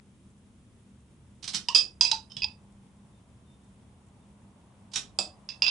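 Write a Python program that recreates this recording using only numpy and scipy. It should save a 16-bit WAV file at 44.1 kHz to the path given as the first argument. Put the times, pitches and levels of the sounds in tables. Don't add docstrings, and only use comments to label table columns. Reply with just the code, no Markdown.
import sys
import numpy as np
from scipy import signal
from scipy.fft import rfft, irfft
from scipy.io import wavfile

SR = 44100
rng = np.random.default_rng(int(sys.argv[2]) if len(sys.argv) > 2 else 0)


def wrap_up_sound(samples):
    columns = np.atleast_2d(samples).T
    tamed = np.clip(columns, -1, 1)
    steps = np.round(tamed * 32767).astype(np.int16)
    wavfile.write(sys.argv[1], SR, steps)


N = 251370
TIME_S = np.arange(N) / SR
AGE_S = TIME_S[:SR // 2]


def amp(db):
    return 10 ** (np.asarray(db) / 20)


def unit_rms(x):
    return x / np.sqrt(np.mean(x ** 2) + 1e-20)


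def at_hz(points, hz):
    f, value = np.transpose(points)
    return np.interp(np.log(hz + 1), np.log(f + 1), value)


def add(mix, start_s, sound):
    part = mix[:, max(round(start_s * SR), 0):][:, :sound.shape[1]]
    part += sound[:, :part.shape[1]]


def bins_hz(x):
    return np.fft.rfftfreq(x.shape[-1], 1 / SR)


def colour(x, points):
    return irfft(rfft(x) * amp(at_hz(points, bins_hz(x))), x.shape[-1])


def click(gain_db):
    log_gain = np.log(amp(np.r_[gain_db, gain_db[-2:0:-1]]))
    return np.fft.ifft(np.exp(np.conj(signal.hilbert(log_gain)))).real


def drift(cutoff_hz):
    return unit_rms(irfft(rfft(rng.standard_normal(N)) / (1 + (bins_hz(TIME_S) / cutoff_hz) ** 4), N))


def mode(hz, t60_s, build_s=0.001, lag_s=0, choke_s=0.15):
    swell = (1 - np.exp(-(AGE_S / build_s) ** 2)) * np.exp(-(AGE_S / choke_s) ** 4)
    return swell * np.sin(2 * np.pi * hz * (AGE_S - lag_s)) * amp(-60 * AGE_S / max(t60_s, 0.003))


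def kitchen(x, wet_db, correlation, gap_s=0.0046, bend=1):
    # frequency in Hz, room t60 in seconds.
    reverb_times = [(100, 0.63), (900, 0.27), (2600, .21), (5000, .2), (10000, 0.19)]
    common, own = rng.standard_normal((2, len(AGE_S)))
    left = correlation * common + np.sqrt(1 - correlation ** 2) * own
    hz, t, spectra = signal.stft([left, common], SR, nperseg=256)
    fall = amp(-60 * (t / at_hz(reverb_times, hz)[:, None]) ** bend)
    onset = 1 - np.exp(-(AGE_S / gap_s) ** 4)
    tail = signal.istft(spectra * fall, SR)[1][:, :len(AGE_S)] * onset
    wet = signal.fftconvolve(x[None], tail, axes=1)[:, :len(AGE_S)]
    wet -= np.outer(wet @ x / (x @ x), x)
    return x + amp(wet_db) * x.std() * np.array([unit_rms(side) for side in wet])


def room_tone(rumble_db=-57.5):
    # frequency in Hz, relative level in dB.
    rumble_spectrum = [(15, -53.5), (25, -29), (40, -11.5), (69, -4.5), (129, -2.5), (158, -8), (193, -6),
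                       (261, -12.5), (372, -17), (699, -27), (970, -26.5), (1780, -32.5), (3510, -33),
                       (4300, -39), (10400, -35), (13500, -69.5), (22000, -120)]
    rush_spectrum = [(200, -18.5), (500, 0.5), (800, 2.5), (1050, 1.5), (1400, -10.5), (3000, -16.5),
                     (6000, -28.5)]
    # time in seconds, level in dB.
    rush_levels = [(0, -101), (1.4, -76), (2.6, -69.5), (3.3, -71.5), (5.7, -63.5)]
    # frequency in Hz, left-right correlation.
    correlations = [(40, 0.99), (250, 0.91), (600, 0.73), (1500, 0.23), (4000, 0.095), (10000, 0.51)]
    # centre in Hz, width in Hz, level in dB.
    hum_bands = [(74, 14, -67.5), (198.4, 12.2, -63), (239.7, 15, -72)]
    hz = bins_hz(TIME_S)
    common, own, hum_noise = rfft(rng.standard_normal((3, N)))
    correlation = at_hz(correlations, hz)
    air = irfft(np.array([common, correlation * common + np.sqrt(1 - correlation ** 2) * own]), N)
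    rumble = amp(rumble_db + 0.5 * drift(cutoff_hz=11)) * unit_rms(colour(air, rumble_spectrum))
    rush_db = np.interp(TIME_S, *np.transpose(rush_levels))
    rush = amp(rush_db) * unit_rms(colour(air[:, ::-1], rush_spectrum))
    hum = sum(amp(db) * unit_rms(irfft(hum_noise / (1 + (2 * (hz - centre_hz) / width_hz) ** 2), N))
              for centre_hz, width_hz, db in hum_bands)
    return rumble + rush + hum


def whistle(hz=3610, wander_hz=14):
    # start in seconds, length in seconds, peak level in dB.
    swells = [(3.115, 0.1, -78.5), (3.448, .14, -70), (3.58, 0.15, -80.5), (4.199, 0.058, -76)]
    level = sum(amp(db) * np.sin(np.pi * np.clip((TIME_S - start_s) / length_s, 0, 1))
                for start_s, length_s, db in swells)
    return level * np.sin(2 * np.pi * np.cumsum(hz + wander_hz * drift(cutoff_hz=74)) / SR)


def sauce_ticks(db=-66, ticks_per_s=9, decay_s=0.008):
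    starts = rng.random(N) * (rng.random(N) < ticks_per_s / SR)
    level = signal.lfilter([1], [1, -np.exp(-1 / (decay_s * SR))], starts)
    fizz = colour(rng.standard_normal((2, N)), [(1000, -12.5), (5000, -5.5), (8000, 7), (10500, -6)])
    return amp(db) * level * unit_rms(fizz)


def foil_rustle(db, rise_s=0.006, decay_s=0.0069, snaps_per_s=14000):
    # frequency in Hz, relative level in dB.
    snap_spectrum = [(30, -36.5), (120, -7), (500, -25.5), (1000, -18), (2000, -17), (3000, -5.5),
                     (3900, -2.5), (5600, -2), (7000, -9.5), (9000, -17.5), (10600, -20)]
    snaps = rng.standard_normal(len(AGE_S)) * (rng.random(len(AGE_S)) < snaps_per_s / SR)
    snap = click(at_hz(snap_spectrum, bins_hz(AGE_S)))
    crackle = unit_rms(signal.fftconvolve(snaps, snap)[:len(AGE_S)])
    swell = np.minimum(AGE_S / rise_s, 1) * np.exp(-np.maximum(AGE_S - rise_s, 0) / decay_s)
    return kitchen(amp(db) * crackle * swell, wet_db=1, correlation=0.4, bend=0.9)


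def handling_thud(db, hz):
    return kitchen(amp(db) * mode(hz, t60_s=0.17), wet_db=-0.5, correlation=1)


def jar_bump(db):
    # frequency in Hz, relative level in dB, t60 in seconds.
    body_modes = [(334, -10, .041), (608, -1, 0.038), (1210, 4.5, 0.0085)]
    body = sum(amp(db + mode_db) * mode(hz, t60_s) for hz, mode_db, t60_s in body_modes)
    return kitchen(body, wet_db=-3.5, correlation=0.9)


def air_plop(db, hz):
    return kitchen(amp(db) * mode(hz, t60_s=0.069, build_s=0.0029), wet_db=-8.5, correlation=0.98)


def contact_db(hz, hardness_hz):
    return -10 * np.log10(1 + (hz / hardness_hz) ** 8)


def spoon_clack(db, hz, hardness_hz, chatter_s=0.0035):
    # frequency in Hz, relative level in dB.
    clack_spectrum = [(100, -26), (400, -22.5), (1000, -15), (1500, -21.5), (2200, -19.5), (2600, -8),
                      (3000, -9.5), (3450, 0.5), (4300, -1.5), (5000, 0.5), (6000, -4.5), (7400, -8.5),
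                      (8200, -9.5), (10600, -16.5)]
    chatter = rng.standard_normal(len(AGE_S)) * np.exp(-AGE_S / chatter_s)
    snap = click(at_hz(clack_spectrum, bins_hz(AGE_S)) + contact_db(bins_hz(AGE_S), hardness_hz))
    clack = amp(db - 3) * signal.fftconvolve(chatter, snap)[:len(AGE_S)]
    return clack + amp(db - 4) * mode(hz, t60_s=0.015)


def spoon_knock(start_s, ring_db, clack_db, spoon_hz, hardness_hz, damping):
    # free frequency in Hz, relative level in dB, undamped t60 in seconds.
    glass_modes = [(2591.5, -8.5, 0.076), (2783, -29, 0.02), (3280, -18, 0.077), (3580, -18, 0.076),
                   (4200, -20.5, 0.05), (4545, -11.5, 0.06), (4826, -6, 0.047), (4890, -7, .14),
                   (4920, -4.5, 0.13), (5160, -7, 0.046), (5080, -15, .04), (5540, -11.5, 0.045),
                   (6230, -22, 0.037), (6846, -16, 0.035), (8060, -20, .02)]
    # time in seconds, stiffness of the leaning spoon's contact in Hz.
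    lean = [(1.68, 960), (1.75, 100), (2.05, 101), (2.3, 1653), (2.37, 1395), (2.42, 294), (5.19, 198),
            (5.69, 690)]
    # time in seconds, base reflection level of an undamped blow in dB.
    room_levels = [(1.68, 4), (2.05, 5.5), (2.37, 8.5), (2.42, -4), (5.19, 3), (5.65, 7.5)]
    stiffness_hz = np.interp(start_s, *np.transpose(lean))
    room_db = np.interp(start_s, *np.transpose(room_levels)) - 10 * np.log2(damping)
    rim_db = min(-10 - 0.8647 * ring_db - 3.5 * np.log2(hardness_hz / 5900), 4)
    lag_s = rng.uniform(0.00038, 0.0016)
    rim, *wall = [amp(ring_db + db + contact_db(hz, hardness_hz))
                  * mode(np.hypot(hz, stiffness_hz), t60_s / damping, lag_s=lag_s)
                  for hz, db, t60_s in glass_modes]
    clack = spoon_clack(clack_db, spoon_hz, hardness_hz)
    bend = 1 + 0.35 / damping
    return (kitchen(clack, wet_db=room_db + 4, correlation=0.6, bend=1.1)
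            + kitchen(amp(rim_db) * rim, wet_db=room_db + 3, correlation=0.19, bend=bend)
            + kitchen(sum(wall), wet_db=room_db - 1.5, correlation=0.65, bend=bend)
            + air_plop(ring_db - 32, hz=972))


def scoops():
    # start in seconds, glass ring in dB, clack in dB, spoon pitch in Hz,
    # contact hardness in Hz, damping factor.
    knocks = [ (1.6855, -15, -6.5, 2960, 6934, 2.4), (1.748, -6, -6.5, 4944, 10700, 1.02),
              (2.0098, -6, -5, 6210, 7950, 1.72), (2.0500, -18, -18, 4000, 8700, 1.33),
              (2.1147, -8, -1, 3970, 6500, 2.76), (2.299, -47, -43.5, 3130, 4640, 1.2),
              (2.3180, -37, -28.5, 5250, 5640, 2.8), (2.3673, -26.5, -17.5, 3360, 6070, 2.36),
              (2.3905, -39, -43, 3290, 5060, 3), (2.4200, -17.5, -33, 2750, 4800, 1.5),
              (2.4322, -17, -42.5, 5230, 5330, 2.1), (2.4421, -10.5, -11.5, 4730, 5220, 2.14),
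              (5.188, -14.5, -8.5, 4700, 12000, 1.65), (5.4892, -29, -17.5, 5080, 5600, 1.98),
              (5.5024, -28, -31.5, 3480, 5000, 2.4), (5.6207, -7.5, -3, 2750, 4950, 1.94),
              (5.6430, -19.5, -40, 2730, 4400, 1.17), (5.6647, -13, -8, 3440, 4760, 1.86),
              (5.675, -18.5, -21, 3580, 4450, 3.1), (5.6802, -12, -10, 3620, 4700, 2.2)]
    # start in seconds, level in dB, pitch in Hz.
    plops = [(1.6853, -24, 955), (1.702, -29, 1067), (2.0094, -28.5, 963), (2.045, -33, 925),
             (2.1146, -33, 891), (2.127, -22.5, 893), (2.4432, -37, 873), (5.1876, -27.5, 748)]
    thuds = [(1.545, -41, 192), (2.016, -48, 83.5), (2.37, -43.5, 134), (2.426, -42.5, 76),
             (5.189, -45, 196.6)]
    # start in seconds, level in dB.
    bumps = [(1.748, -52.5), (5.189, -25.5), (5.623, -39.5)]
    rustles = [(1.425, -38), (1.438, -35.5), (1.475, -28), (1.532, -31), (1.542, -22), (4.914, -50.5),
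               (4.933, -32), (4.954, -22), (4.981, -39)]
    # frequency in Hz, gain of the left port against the right in dB.
    left_port = [(2000, 1), (2600, -6.5), (3300, -8), (4200, -11.5), (5000, -8), (6500, -9), (8000, 2),
                 (10500, -5)]
    mix = np.zeros((2, N))
    for start_s, *blow in knocks:
        add(mix, start_s, spoon_knock(start_s, *blow))
    for start_s, db, hz in plops:
        add(mix, start_s, air_plop(db, hz))
    for start_s, db in bumps:
        add(mix, start_s, jar_bump(db))
    for start_s, db, hz in thuds:
        add(mix, start_s, handling_thud(db, hz))
    for start_s, db in rustles:
        add(mix, start_s, foil_rustle(db))
    return np.array([colour(mix[0], left_port), mix[1]])


def scene():
    return scoops() + sauce_ticks() + whistle() + room_tone()


def record(dry):
    cutoff_hz = 10650
    lowpass = signal.firwin(401, cutoff_hz, window=("kaiser", 8), fs=SR)
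    return signal.oaconvolve(np.tanh(dry), lowpass[None], "same")


dry = scene()
out = record(dry)
wrap_up_sound(out)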